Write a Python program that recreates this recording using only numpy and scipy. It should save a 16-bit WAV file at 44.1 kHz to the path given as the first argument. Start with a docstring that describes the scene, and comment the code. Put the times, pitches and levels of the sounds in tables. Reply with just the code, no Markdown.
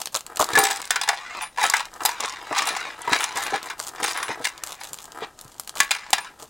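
"""Steel screws shaken into a plastic tray

Small screws drop from crackling plastic bags into a tray on a wooden workbench: modal impacts with noise cracks.
They ping and clink as decaying sines; the heap slides in shoves and loose screws roll, as random contacts
exciting tray modes. Filtered noise bursts make the bag's creases and the bumps and strokes of hands.
Hard knocks set single tray modes ringing. A short room tail and faint noise lie behind the almost mono sound,
whose loudest peaks are rounded off."""
import sys
import numpy as np
from scipy import signal
from scipy.fft import rfft, irfft, next_fast_len
from scipy.io import wavfile
from scipy.ndimage import uniform_filter1d, map_coordinates

SR = 44100
rng = np.random.default_rng(int(sys.argv[2]) if len(sys.argv) > 2 else 0)


def output_pcm(signal):
    """Save a mono or channel-first signal as 16-bit PCM at the path in sys.argv[1].

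    Samples are clipped to [-1, 1] before scaling.
    """
    pcm = np.clip(np.atleast_2d(signal).T, -1, 1) * 32767
    wavfile.write(sys.argv[1], SR, np.round(pcm).astype(np.int16))


N = 286463
T = np.arange(SR // 2) / SR  # time axis of one sound, s
TOP_HZ = 16100  # upper band edge


# Spectrum of the hard crack at contact: f/Hz, level/dB
CLACK_COLOUR = [(60, -43), (500, -13.5), (800, 19.5), (2200, -9.5), (4000, 6.5), (7500, 14), (10000, 4.5),
                (12500, -1.5), (16000, -25.5)]
# Screws landing in the tray: t/s, hit level/dB, tray body level/dB relative to the hit,
# favoured f/Hz of the spot, base decay t60/s (scaled for each band below)
DROPS = [(0.533, -9.5, -27, 1720, 0.026), (0.553, -5.5, -9, 1640, 0.055), (0.575, -4.5, -1, 900, 0.042),
         (0.587, -5, -32, 800, 0.055), (0.622, -24, -27.5, 1760, 0.013), (0.637, 0.5, -29, 795, 0.0096),
         (0.651, -6, -13, 760, 0.054), (0.668, -6.5, -10.5, 754, 0.026), (0.702, -10.5, -4.5, 840, 0.0028),
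         (0.709, -7.5, -43, 1660, 0.16), (0.906, 3.5, -13, 1584, 0.013), (0.958, -7, -10.5, 1520, 0.076),
         (1.013, -5, -12.5, 4900, 0.024), (1.034, -10.5, -13.5, 870, 0.044),
         (1.076, -16.5, -0.5, 805, 0.036), (1.088, 0.5, -13.5, 1800, 0.025), (1.091, -17, 2.5, 800, 0.095),
         (1.13, -25, 7, 837, 0.045), (1.574, -21, -1, 900, 0.027), (1.583, -16.5, 6, 764, 0.011),
         (1.613, -14.5, -6, 2000, 0.047), (1.638, -6.5, -5, 860, 0.036), (1.663, -7, -28, 1730, 0.02),
         (1.698, -3.5, -14, 1110, 0.0054), (1.737, -2, -3, 1700, 0.02), (1.766, -6.5, -21, 1620, 0.027),
         (1.803, -16.5, -6.5, 960, 0.078), (2.005, -24, -0.5, 1100, 0.039), (2.051, -4, -7, 830, 0.022),
         (2.058, 2.5, -38, 13200, 0.026), (2.09, -9.5, -7, 940, 0.017), (2.204, -9, -14.5, 1160, 0.023),
         (2.526, -19, 5.5, 1000, 0.019), (2.568, -14.5, -4, 840, 0.066), (2.58, -8.5, -11, 1110, 0.044),
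         (2.621, -13, -15, 1100, 0.03), (2.671, -8, -7, 765, 0.018), (2.688, -5.5, -3, 4100, 0.01),
         (2.764, -14.5, -6, 766, 0.048), (3.075, -22.5, 1.5, 960, 0.15), (3.130, -9.5, -5.5, 2310, 0.092),
         (3.24, -7.5, -13.5, 1140, 0.013), (3.371, -6.5, -5.5, 790, 0.0038),
         (3.699, -18.5, -8.5, 1430, 0.27), (4.04, -7.5, -17, 1550, 0.029), (4.058, -26, -12, 3970, 0.031),
         (4.08, -11.5, -19, 1100, 0.092), (4.174, -16, 1, 1270, 0.019), (4.228, -11.5, -10, 1180, 0.042),
         (4.444, -7.5, -14, 4300, 0.019), (4.451, -5, -19, 2130, 0.044), (5.802, 6.5, -17.5, 1740, 0.025),
         (5.908, -4, -16, 2650, 0.068), (5.913, -1.5, -18, 1430, 0.028), (5.949, -16, 0, 2730, 0.013),
         (6.13, 5.5, -19.5, 752, 0.039), (6.181, -14.5, -9.5, 910, 0.075), (6.245, -27, -9, 1070, 0.053)]


def drops(modes):
    """Modal impact: a short noise crack and damped tray modes, whose treble dies first while the tray rings on."""
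    out = np.zeros(N)
    for s, db, body_db, pitch_hz, t60 in DROPS:
        body, edge = split(strike(modes, pitch_hz, favour=3.17), hz=2850)
        # each band falls quickly to a weaker ring
        body = body * (fade(T, 1.3 * t60) + amp(-10.0))
        edge = edge * (fade(T, 1.03 * t60) + amp(-12.5))
        crack = noise(CLACK_COLOUR, len(T)) * choke(T, 0.012)
        hit = amp(body_db - 1.5) * body + amp(-0.5) * edge + amp(-12.0) * crack
        onset = 1 - np.exp(-T / 0.0013)
        add(out, s, amp(db) * hit * onset)
    return split(out, hz=256)[1]


def strike(modes, pitch_hz, favour):
    """Modal participation: each spot on the tray wakes the modes with its own signs and strengths."""
    hz, rows = modes
    weights = amp(rng.normal(0, 4.2, len(hz))) * (1 + favour * hump(hz, pitch_hz, octaves=0.049))
    signs = rng.choice([-1, 1], len(hz))
    return (signs * unit(weights)) @ rows


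# Strongest eigenmodes of the tray: f/Hz, level/dB before the common strong_db
TRAY = [(438.3, -6), (795.7, 1), (868, 5), (953, 6), (1116, 7), (1387, 3), (1604, -7), (1723, 9),
        (1810, -0.5), (1999, 6), (2340, -25), (2450, -4.5), (2748, 1.5), (2870, -2.5), (3110, -6),
        (3625, 0.5), (3960, 2), (4750, -5), (4990, -1)]
# Envelope of the tray's many weak modes: f/Hz, level/dB
TRAY_COLOUR = [(200, -74), (550, -5.5), (800, 5.5), (1300, 2.5), (2200, 4.5), (3000, -5), (4000, -5),
               (5500, -9), (7800, -11), (10000, -11.5), (12000, -42), (16000, -12)]


def tray_modes(count, t60, damping, strong_db, uneven_db):
    """Modal superposition: a few strong decaying modes among many weak ones; damping rises with frequency."""
    weak_hz = 300 + (np.arange(count) + rng.random(count)) * (TOP_HZ - 300) / count
    weak_db = along(TRAY_COLOUR, weak_hz) + uneven_db * rng.uniform(-1, 1, count)
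    main_hz, main_db = np.transpose(TRAY)
    hz = np.r_[main_hz, weak_hz]
    size = amp(np.r_[main_db + strong_db, weak_db])
    mode_t60 = t60 * (hz[:, None] / hz[1]) ** -damping  # t60 holds at the second strong mode
    rows = np.sin(2 * np.pi * hz[:, None] * T) * fade(T, mode_t60)
    return hz, size[:, None] / np.linalg.norm(size) * rows


# Spectral colour of the screws' scratch on the tray: f/Hz, level/dB
SCRATCH_COLOUR = [(1000, 13), (5000, 0.75), (9000, 11.4), (16000, 0.77)]


def rolling(modes):
    """Random contact excitation: threads and heads patter on the tray floor, wandering from spot to spot."""
    rumble_gain, scratch_gain = screw_motion()
    # a gently rolling screw makes a smooth, dull whirr; a shaken heap makes hard, bright ticks
    hardness = np.clip(1.04 * scratch_gain / rumble_gain.clip(1e-6), 0, 1) ** 2
    ticks = hardness * contacts(rate=140, spread_db=5.2)
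    whirr = amp(-11.5) * contacts(rate=1300, spread_db=2)
    rumble, scratch = split(unit(wandering(modes, ticks + whirr, count=130)), hz=3050)
    rumble = split(rumble, hz=8200)[0]
    scratch = filtered(scratch, lambda hz: amp(along(SCRATCH_COLOUR, hz)))
    soft, sharp = split(steady(scratch), hz=7300)
    soft = split(soft, hz=10850)[0]
    low = amp(-4.0) * rumble_gain * steady(rumble)
    high = amp(1.2) * scratch_gain * (soft + hardness * sharp)
    clumps = unit(amp(3 * hardness * wobble(150)))  # harder motion has a more uneven level
    clinks = clinking(hardness * scratch_gain, count=650)
    return split(clumps * (low + high) + clinks, hz=196)[1]


# Shoves of the heap: peak t/s, rumble level/dB before mixing, rise over 60 dB t/s, settling t60/s,
# scratch level/dB relative to the rumble
SHOVES = [(.58, -29.5, 0.36, 1.4, -1), (1.091, -37, 0.081, 0.76, 0), (1.44, -27, 0.68, 0.12, -6.5),
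          (1.634, -18, 0.13, 0.24, -2), (1.779, -25, 0.21, 0.23, -3.5), (2.071, -27, 0.035, 0.29, -2.5),
          (2.249, -26.5, 0.29, 0.52, -4.5), (2.587, -20, 0.13, 0.055, -3.5), (2.599, -24, 0.37, 0.97, -4),
          (2.68, -31, 0.32, 0.96, -5), (3.133, -15.5, 0.08, 0.078, -3.5), (3.138, -24.5, 0.13, 1.1, -4),
          (3.225, -25, 0.17, 0.1, -1), (3.56, -24, 0.27, 0.13, -4.5), (3.707, -34, 0.041, 0.1, -5),
          (4.045, -28.5, 0.14, 0.49, 2.5), (4.18, -27.5, 0.26, 0.46, -6.5), (4.308, -27, 0.29, 0.19, -4.5),
          (4.463, -34, 0.15, 0.2, 1), (4.815, -35, 0.11, 0.22, -4.5), (5.236, -25.5, 0.092, 0.084, -9),
          (5.95, -42.5, 0.33, 0.43, 4)]
# Loose screws rolling until stopped: start t/s, end t/s, rumble level/dB before mixing
ROLLS = [(0.902, 1.448, -38.5), (2.124, 2.506, -40), (2.803, 2.894, -32.5), (3.007, 3.097, -37),
         (3.34, 3.488, -29.5), (3.613, 3.685, -39), (3.959, 4.037, -36), (4.463, 4.757, -46),
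         (5.827, 6.101, -41), (6.16, 6.281, -40)]
ROLL_START_S, ROLL_STOP_T60 = 0.003, 0.16  # onset time constant and stopping t60, s
ROLL_SCRATCH_DB = -7  # rolling is duller than sliding: scratch relative to the rumble


def screw_motion():
    """Incoherent power addition: rumble and scratch gains of the sliding heap and the rolling screws."""
    heap = [swell(s, db, rise, t60) for s, db, rise, t60, _ in SHOVES]
    heap_scratch = [gain * amp(row[-1]) for gain, row in zip(heap, SHOVES)]
    loose = together([hold(*row, ROLL_START_S, ROLL_STOP_T60) for row in ROLLS])
    rumble_gain = together(heap + [loose])
    scratch_gain = together(heap_scratch + [amp(ROLL_SCRATCH_DB) * loose])
    return rumble_gain, scratch_gain


def wandering(modes, force, count):
    """Convolution with a moving impulse response: the shifting load retunes the tray at each of count spots."""
    out = np.zeros(N)
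    t = T[:len(T) // 3]
    for span in np.array_split(np.arange(N), count):
        touch = strike(modes, rng.uniform(730, 1503), favour=1.56)
        retune = 1 + .025 * rng.uniform(-1, 1)
        touch = map_coordinates(touch[:len(T) // 2], [t * SR * retune])
        response = unit(touch * (fade(t, .022) + amp(-15)))
        add(out, span[0] / SR, signal.fftconvolve(force[span], response))
    return out


# One screw glancing off another: t/s, peak level/dB, centre f/Hz
CLINKS = [(0.623, -25, 7400), (0.6524, -15, 7500), (0.69, -24, 7740), (0.711, -19, 7450),
          (0.729, -18, 7000), (0.76, -17, 7600), (0.771, -20, 8000), (1.699, -7.5, 7400),
          (2.052, -9, 13400), (2.058, -8, 12700), (2.2052, -17, 7450), (2.238, -19, 5500),
          (2.258, -18, 7430), (2.286, -21.5, 5740), (2.296, -20, 6700), (2.3241, -24, 5930),
          (2.586, -9.5, 6760), (2.627, -20, 6000), (2.655, -21, 9000), (2.7713, -20, 8000),
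          (2.805, -22, 7100), (3.018, -24.5, 7800), (3.1886, -17, 6940), (3.2405, -10, 6720),
          (3.3253, -25.5, 6100), (3.4367, -17, 8350), (3.507, -25.5, 7100), (3.659, -27.5, 9400),
          (3.6877, -28, 5000), (4.041, -14.5, 8850), (4.088, -27, 8900), (4.122, -22, 9100)]
JOSTLE_DB, JOSTLE_SPREAD_DB = 7, 10  # small clinks: weakest peak over the motion gain, range up to the strongest
CLINK_T60 = 0.017  # decay of any clink, s


def clinking(motion, count):
    """Random superposition: a few clear clinks, and a crowd of small ones while the heap moves."""
    out = np.zeros(N)
    for s, db, hz in CLINKS:
        add(out, s, amp(db) * clink(hz))
    for when, size, pitch in rng.random((count, 3)):
        level = motion[int(when * N)] * amp(JOSTLE_DB + JOSTLE_SPREAD_DB * size ** 2)
        add(out, when * N / SR, level * clink(4000 * 2 ** pitch))
    return out


def clink(pitch_hz):
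    """Inharmonic additive synthesis: a wide cluster of quickly damped steel partials; peak 1."""
    t = T[:len(T) // 12]
    detune, phase = rng.standard_normal(size=(2, 32, 1))
    hz = pitch_hz * 2 ** (0.42 * detune)
    strength = (hz < TOP_HZ) * np.minimum(pitch_hz / hz, 1) ** 2
    partials = strength * np.sin(2 * np.pi * (hz * t + phase))
    sound = partials.sum(0) * fade(t, CLINK_T60)
    return sound / np.abs(sound).max()


def ringing():
    """Free vibration: struck screws and knocked tray modes sound on at their own frequencies."""
    return pings() + booms()


# Screws striking each other: t/s, level/dB of the first bending mode, its f/Hz
PINGS = [(.588, -19, 9150), (.637, -23.5, 7750), (.710, -31, 7820), (1.035, -41, 9900), (1.09, -40, 9900),
         (1.418, -33.5, 9560), (1.422, -32, 9850), (1.63, -28.5, 9960), (2.670, -28.5, 9800),
         (3.165, -37, 9900), (3.204, -30.5, 9880), (3.444, -37, 9900), (4.04, -46, 10200),
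         (4.173, -31, 9900), (4.23, -32.5, 10000), (4.272, -49, 9600), (4.804, -45, 9900),
         (6.205, -39, 9350)]
# Higher bending modes of a screw: f/Hz, mean level/dB relative to the first
SCREW = [(13160, -14), (15800, -18)]
# Spectrum of the bright tick at contact: f/Hz, level/dB
TICK_COLOUR = [(3000, -59), (8000, 4), (10500, -5), (16000, -3)]
# tick over the hardest ping (dB), its extra growth (dB per dB of ping), its decay (s)
TICK_DB, TICK_GROWS, TICK_T60 = 12, 0.95, 0.029


def pings():
    """Bending modes of a bar: decaying sines behind a bright tick that grows faster than the ping."""
    out = np.zeros(N)
    hardest_db = max(row[1] for row in PINGS)

    def tone(hz, t60):
        return np.sin(2 * np.pi * hz * T) * fade(T, t60)

    for s, db, first_hz in PINGS:
        upper = sum(amp(level + rng.normal(0, 2)) * tone(hz, t60=.16) for hz, level in SCREW)
        add(out, s, amp(db) * (tone(first_hz, t60=.2) + upper))
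        tick_db = db + TICK_DB + TICK_GROWS * (db - hardest_db)
        add(out, s, amp(tick_db) * noise(TICK_COLOUR, len(T)) * fade(T, TICK_T60))
    return out


# Single tray modes after a hard scrape or knock: t/s, f/Hz, level/dB, t/s until 60 dB down
BOOMS = [(0.532, 1725, -24, 0.13), (.555, 1705, -20, 0.2), (.578, 422, -25.5, 0.27),
         (.578, 790, -18.5, 0.32), (.578, 1420, -28, 0.045), (1.09, 794, -26, 0.099),
         (1.615, 870, -20, 0.073), (2.052, 870, -25, 0.053), (3.533, 800, -17.5, 0.049),
         (4.303, 916, -28, 0.07), (6.131, 795, -4.5, 0.012)]
# loose screws buzz on the ringing tray: phase scale (radians), level scale, random knots per second
BOOM_ROUGH, BOOM_FLUTTER_DB, BUZZ_PER_S = .25, 1.3, 90


def booms():
    """Modulated modal decay: the tray sings out roughly until the heap damps it."""
    out = np.zeros(N)
    for s, hz, db, length in BOOMS:
        phase_buzz, level_buzz = wobble(BUZZ_PER_S)[:len(T)], wobble(BUZZ_PER_S)[:len(T)]
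        note = np.sin(2 * np.pi * hz * T + BOOM_ROUGH * phase_buzz) * amp(BOOM_FLUTTER_DB * level_buzz)
        onset = 1 - np.exp(-T / 0.0021)
        add(out, s, amp(db) * note * choke(T, length) * onset)
    return out


# Loudest creases of the bag snapping over: t/s, level/dB (played 2 dB lower), centre f/Hz
SNAPS = [(0.017, -12, 4370), (0.057, -10.5, 5960), (3.96, -26, 6000), (0.0717, -13.5, 4040),
         (0.1445, -8, 6340), (0.1512, -7, 4200), (0.161, -7.5, 6500), (0.17, -10.5, 4030),
         (0.2074, -20, 6800), (0.265, -17, 6850), (0.359, -19.5, 7000), (0.371, -11, 4470),
         (0.405, -20.5, 7760), (0.4249, -8.5, 4320), (0.4426, -8.5, 6700), (0.489, -17, 4360),
         (0.817, -15, 5100), (0.875, -22, 6500), (0.854, -18.5, 5500), (1.371, -25, 6000),
         (1.8544, -19, 4600), (1.939, -24.5, 6000), (2.035, -15, 7250), (3.3764, -16, 3750),
         (3.427, -17, 7610), (3.4656, -13, 3800), (3.629, -18.5, 5900), (3.8, -8.5, 5860),
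         (3.8682, -18, 6460), (3.8827, -15, 8500), (3.89, -19.5, 6400), (4.578, -23, 4660),
         (4.6702, -27, 8000), (4.6365, -11, 7460), (4.727, -20.5, 6500), (4.835, -19, 6500),
         (4.8432, -20.5, 7000), (4.853, -25, 7000), (4.872, -25, 6000), (4.932, -14, 8200),
         (4.9424, -17, 7050), (4.987, -22.5, 4000), (5.042, -22, 7800), (5.12, -23.5, 5400),
         (5.39, -24.5, 4550), (5.412, -20.5, 9400), (5.5973, -12, 9200), (5.675, -18, 7050),
         (5.6935, -13.5, 6600), (5.7715, -15, 3540), (6.105, -18.5, 7590)]
# The whole bag buckling: t/s, level/dB
BUCKLES = [(0.147, -22), (0.159, -22.5), (.397, -13.5), (0.407, -13.5), (0.415, -29), (0.426, -15),
           (0.488, -29), (3.8, -30), (5.76, -28.5)]
# Spectrum of a buckle: f/Hz, level/dB
BUCKLE_COLOUR = [(100, -62), (300, -19), (650, 7.5), (850, -3), (1080, 5.5), (1450, 1.5), (2000, -39),
                 (5000, -38)]
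# The bag crumpled between the fingers: start t/s, end t/s, level/dB
CRUMPLES = [(.001, -0.003, -28.5), (0.122, 0.18, -41.5), (0.358, 0.385, -51), (0.394, 0.416, -22),
            (1.905, 2.024, -55), (3.35, 3.46, -36.5), (3.635, 3.687, -48), (3.78, 3.878, -37.5),
            (4.66, 4.73, -38), (4.8, 5.059, -45.5), (5.376, 5.684, -52.5), (5.754, 5.835, -35.5),
            (6.391, 6.443, -43.5)]
# the film gives way at once (time constant, s) and relaxes slowly (t60, s)
CRUMPLE_START_S, CRUMPLE_STOP_T60 = 0.00043, 0.14


def bag():
    """Snap-through instability: creases snap, the film buckles, and fine crackle fills the gaps."""
    out = np.zeros(N)
    t = T[:len(T) // 4]
    for s, db, pitch_hz in SNAPS:
        add(out, s, amp(db - 2.0) * snap(pitch_hz))
    # a buckle is a dull, hollow pop
    for s, db in BUCKLES:
        pop = fade(t, 0.046) * (1 - np.exp(-t / 0.00028))
        add(out, s, amp(db) * noise(BUCKLE_COLOUR, len(t)) * pop)
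    crackle = np.zeros(N)
    for hz in (3900, 6100, 7200, 9200):
        crackle += unit(signal.fftconvolve(contacts(rate=180, spread_db=16), snap(hz))[:N])
    swish = noise(FILM_COLOUR, N)
    crumpling = together([hold(*row, CRUMPLE_START_S, CRUMPLE_STOP_T60) for row in CRUMPLES])
    return out + crumpling * unit(steady(crackle) + amp(-5.5) * swish)


# Spectrum radiated by the plastic film: f/Hz, level/dB
FILM_COLOUR = [(200, 0.5), (1000, 15), (2200, 0.5), (4200, 2), (5500, -0.5), (7500, 3.5), (10500, -2),
               (16000, -5.5)]


def snap(pitch_hz):
    """Impulsive radiation: a crease flips within milliseconds and the film shivers briefly; peak 1."""
    t = T[:len(T) // 8]
    film = filtered(rng.standard_normal(len(t)),
                    lambda hz: amp(along(FILM_COLOUR, hz)) * hump(hz, pitch_hz, octaves=0.56))
    flip = np.exp(-((t - .0009) / .0008) ** 2) + amp(-12) * fade(t, .012)
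    shiver = amp(-10.5) * fade(t, 0.059)
    sound = film * (flip + shiver)
    return sound / np.abs(sound).max()


def hands():
    """Impact and friction: soft bumps on the bench and strokes over bag and tray."""
    return rubs() + bumps()


# Fingers stroking bag and tray: peak t/s, level/dB, rise over 60 dB t/s, fading t60/s
RUBS = [(.57, -23.5, 0.66, 0.66), (1.97, -38, 0.5, 1.2), (2.53, -44, 1.9, 2.9), (3.11, -33.5, 0.75, 1.2),
        (3.43, -37, 0.31, 2.2), (4.009, -32.5, 0.32, 1.1), (4.3, -41.5, 0.76, 1.7), (5.22, -38, 0.6, 0.23),
        (5.76, -53.5, 16, 0.38), (6.43, -52, 1.8, 2)]
# Spectrum of one slip: f/Hz, level/dB
RUB_COLOUR = [(70, -44), (130, -20), (260, -5.5), (430, 0.5), (560, 5.5), (800, 5), (1500, 1.5),
              (3000, -16), (10000, -18), (16000, -27)]
# the fingers press now harder, now lighter: level scale, random knots per second
RUB_UNEVEN_DB, RUB_CHANGES_PER_S = 2.5, 25


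def rubs():
    """Stick-slip friction: random small slips, each a dull decaying noise burst."""
    slip = noise(RUB_COLOUR, len(T)) * fade(T, 0.045)
    rubbing = unit(signal.fftconvolve(contacts(rate=280, spread_db=9.0), slip)[:N])
    pressure = unit(amp(RUB_UNEVEN_DB * wobble(RUB_CHANGES_PER_S)))
    return together([swell(*row) for row in RUBS]) * rubbing * pressure


# Hands and tray bumping the bench: t/s, level/dB (played 4 dB lower), emphasised f/Hz
BUMPS = [(0.402, -18, 320), (0.532, -24.5, 217), (0.571, -13, 317), (0.584, -19, 366), (1.087, -35, 496),
         (2.234, -21, 736), (2.51, -17.5, 497), (3.076, -23.5, 408), (3.116, -18.5, 326), (3.354, -26, 545),
         (3.524, -22.5, 360), (3.546, -21.5, 450), (4.023, -26.5, 367), (4.294, -21.5, 370),
         (4.372, -31.5, 475), (4.401, -27, 393), (4.908, -33, 100), (5.221, -26.5, 317), (5.45, -39.5, 75),
         (6.129, -35.5, 190), (6.423, -34.5, 397)]
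# Spectrum of the bench: f/Hz, level/dB
BUMP_COLOUR = [(40, -40), (80, -12), (125, 11), (200, -5), (290, 6.5), (350, -5), (430, 11.5), (560, -1.5),
               (650, 5.5), (1200, 7.5), (4000, -12)]


def bumps():
    """Damped impact response: low noise around one pitch, dying within a tenth of a second."""
    out = np.zeros(N)
    envelope = fade(T, 0.098) * (1 - np.exp(-T / 0.00046))
    for s, db, pitch_hz in BUMPS:
        wood = filtered(rng.standard_normal(len(T)),
                        lambda hz: amp(along(BUMP_COLOUR, hz)) * hump(hz, pitch_hz, octaves=0.91) ** 2)
        add(out, s, amp(db - 4.0) * unit(wood) * envelope)
    return out


def workshop(x, t60):
    """Diffuse reverberation: the short, soft answer of a cluttered room."""
    colour = [(200, -2.0), (2500, 11.0), (8000, 1.0), (16000, 11.0)]  # f/Hz, level/dB
    tail = noise(colour, len(T)) * fade(T, t60) * (1 - np.exp(-T / 0.0029))
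    return signal.fftconvolve(x, tail / np.linalg.norm(tail))[:N]


# Spectrum of the background: f/Hz, level/dB
ROOM_COLOUR = [(15, -13), (30, 3), (50, -7.5), (120, -6.5), (400, -10), (800, -7), (1500, -29),
               (3000, -20.5), (8000, -21.5), (16000, -32)]


def background():
    """Stationary noise: a faint, mostly low hush under everything."""
    return amp(-56) * noise(ROOM_COLOUR, N)


def amp(db):
    """Level definition: decibels to amplitude ratio."""
    return 10 ** (np.asarray(db) / 20)


def unit(x):
    """Power normalisation: x at rms 1."""
    return x / np.sqrt(np.mean(x ** 2) + 1e-20)


def along(points, hz):
    """Logarithmic frequency scale: (Hz, value) points interpolated on a log axis."""
    f, v = np.transpose(points)
    return np.interp(np.log(hz + 1), np.log(f + 1), v)


def wobble(rate):
    """Band-limited randomness: a smooth random curve, rate knots a second."""
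    knots = rng.standard_normal(int(N * rate / SR) + 4)
    return map_coordinates(knots, [np.arange(N) * rate / SR])


def filtered(x, response):
    """Linear filtering: the spectrum of x times a response of frequency."""
    n = x.shape[-1]
    m = next_fast_len(n + 4096)
    return irfft(rfft(x, m) * response(np.fft.rfftfreq(m, 1 / SR)), m)[..., :n]


def noise(colour, size):
    """Spectral shaping: coloured noise of rms 1."""
    return unit(filtered(rng.standard_normal(size), lambda hz: amp(along(colour, hz))))


def split(x, hz):
    """Crossover filtering: the parts of x below and above hz."""
    parts = []
    for kind in ("low", "high"):
        stage = signal.butter(2, hz, kind, fs=SR, output="sos")
        parts.append(signal.sosfilt(np.tile(stage, (2, 1)), x))  # two equal stages
    return parts


def hump(hz, centre, octaves):
    """Resonance curve: an emphasis around one pitch."""
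    return 1 / np.hypot(1, np.log2((hz + 1) / centre) / octaves)


def fade(t, t60):
    """Exponential decay: 60 dB down after t60."""
    return np.exp(-np.log(1000) * t / np.maximum(t60, 1e-4))


def choke(t, length):
    """Growing damping: a decay that lingers, then falls ever faster, 60 dB down after length."""
    return fade(t * t / length, length)


def swell(s, db, rise, t60):
    """Exponential growth and decay: gain of a push that builds to its peak at time s and dies away."""
    t = np.arange(N) / SR - s
    return amp(db) * fade(np.abs(t), np.where(t < 0, rise, t60))


def hold(start, end, db, attack, t60):
    """Onset, steady state and decay: gain of a motion that starts, keeps its strength and stops."""
    t = np.maximum(np.arange(N) / SR - start, 0)
    after = np.maximum(t - (end - start), 0)
    return amp(db) * (1 - np.exp(-t / attack)) * fade(after, t60)


def together(gains):
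    """Incoherent summation: unrelated sounds add in power."""
    return np.sqrt(np.sum(np.square(gains), axis=0))


def steady(x):
    """Short-time level control: x near rms 1 over some 40 ms; the grain stays, slow swells go."""
    power = np.abs(uniform_filter1d(uniform_filter1d(x ** 2, size=SR // 25), size=SR // 50))
    return x / np.sqrt(power + 1e-9)


def contacts(rate, spread_db):
    """Random point process: tiny impulses of uneven size, about rate a second, rms 1."""
    sizes = rng.choice([-1, 1], N) * amp(spread_db * np.minimum(rng.standard_normal(N), 2))
    return unit(sizes * (rng.random(N) < rate / SR))


def add(track, s, sound):
    """Linear superposition: mix a sound into the track at time s."""
    start = max(round(s * SR), 0)
    part = track[start:start + len(sound)]
    part += sound[:len(part)]


def scene():
    """Superposition: direct sources, room tail and background, one channel slightly louder."""
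    modes = tray_modes(count=230, t60=0.2, damping=0.36, strong_db=3.0, uneven_db=5.0)
    near = drops(modes) + rolling(modes) + ringing() + bag() + hands()
    mono = near + amp(-13.0) * workshop(near, t60=0.18) + background()
    return mono * amp([[.7], [-.7]])


def record(dry):
    """Soft saturation and band limiting: the highest peaks are rounded off, and the band ends steeply."""
    rounded = dry / (1 + np.abs(dry.mean(0) / .57) ** 4) ** (1 / 4)
    return filtered(rounded, lambda hz: 1 / (1 + (hz / TOP_HZ) ** 120))


dry = scene()
out = record(dry)
output_pcm(out)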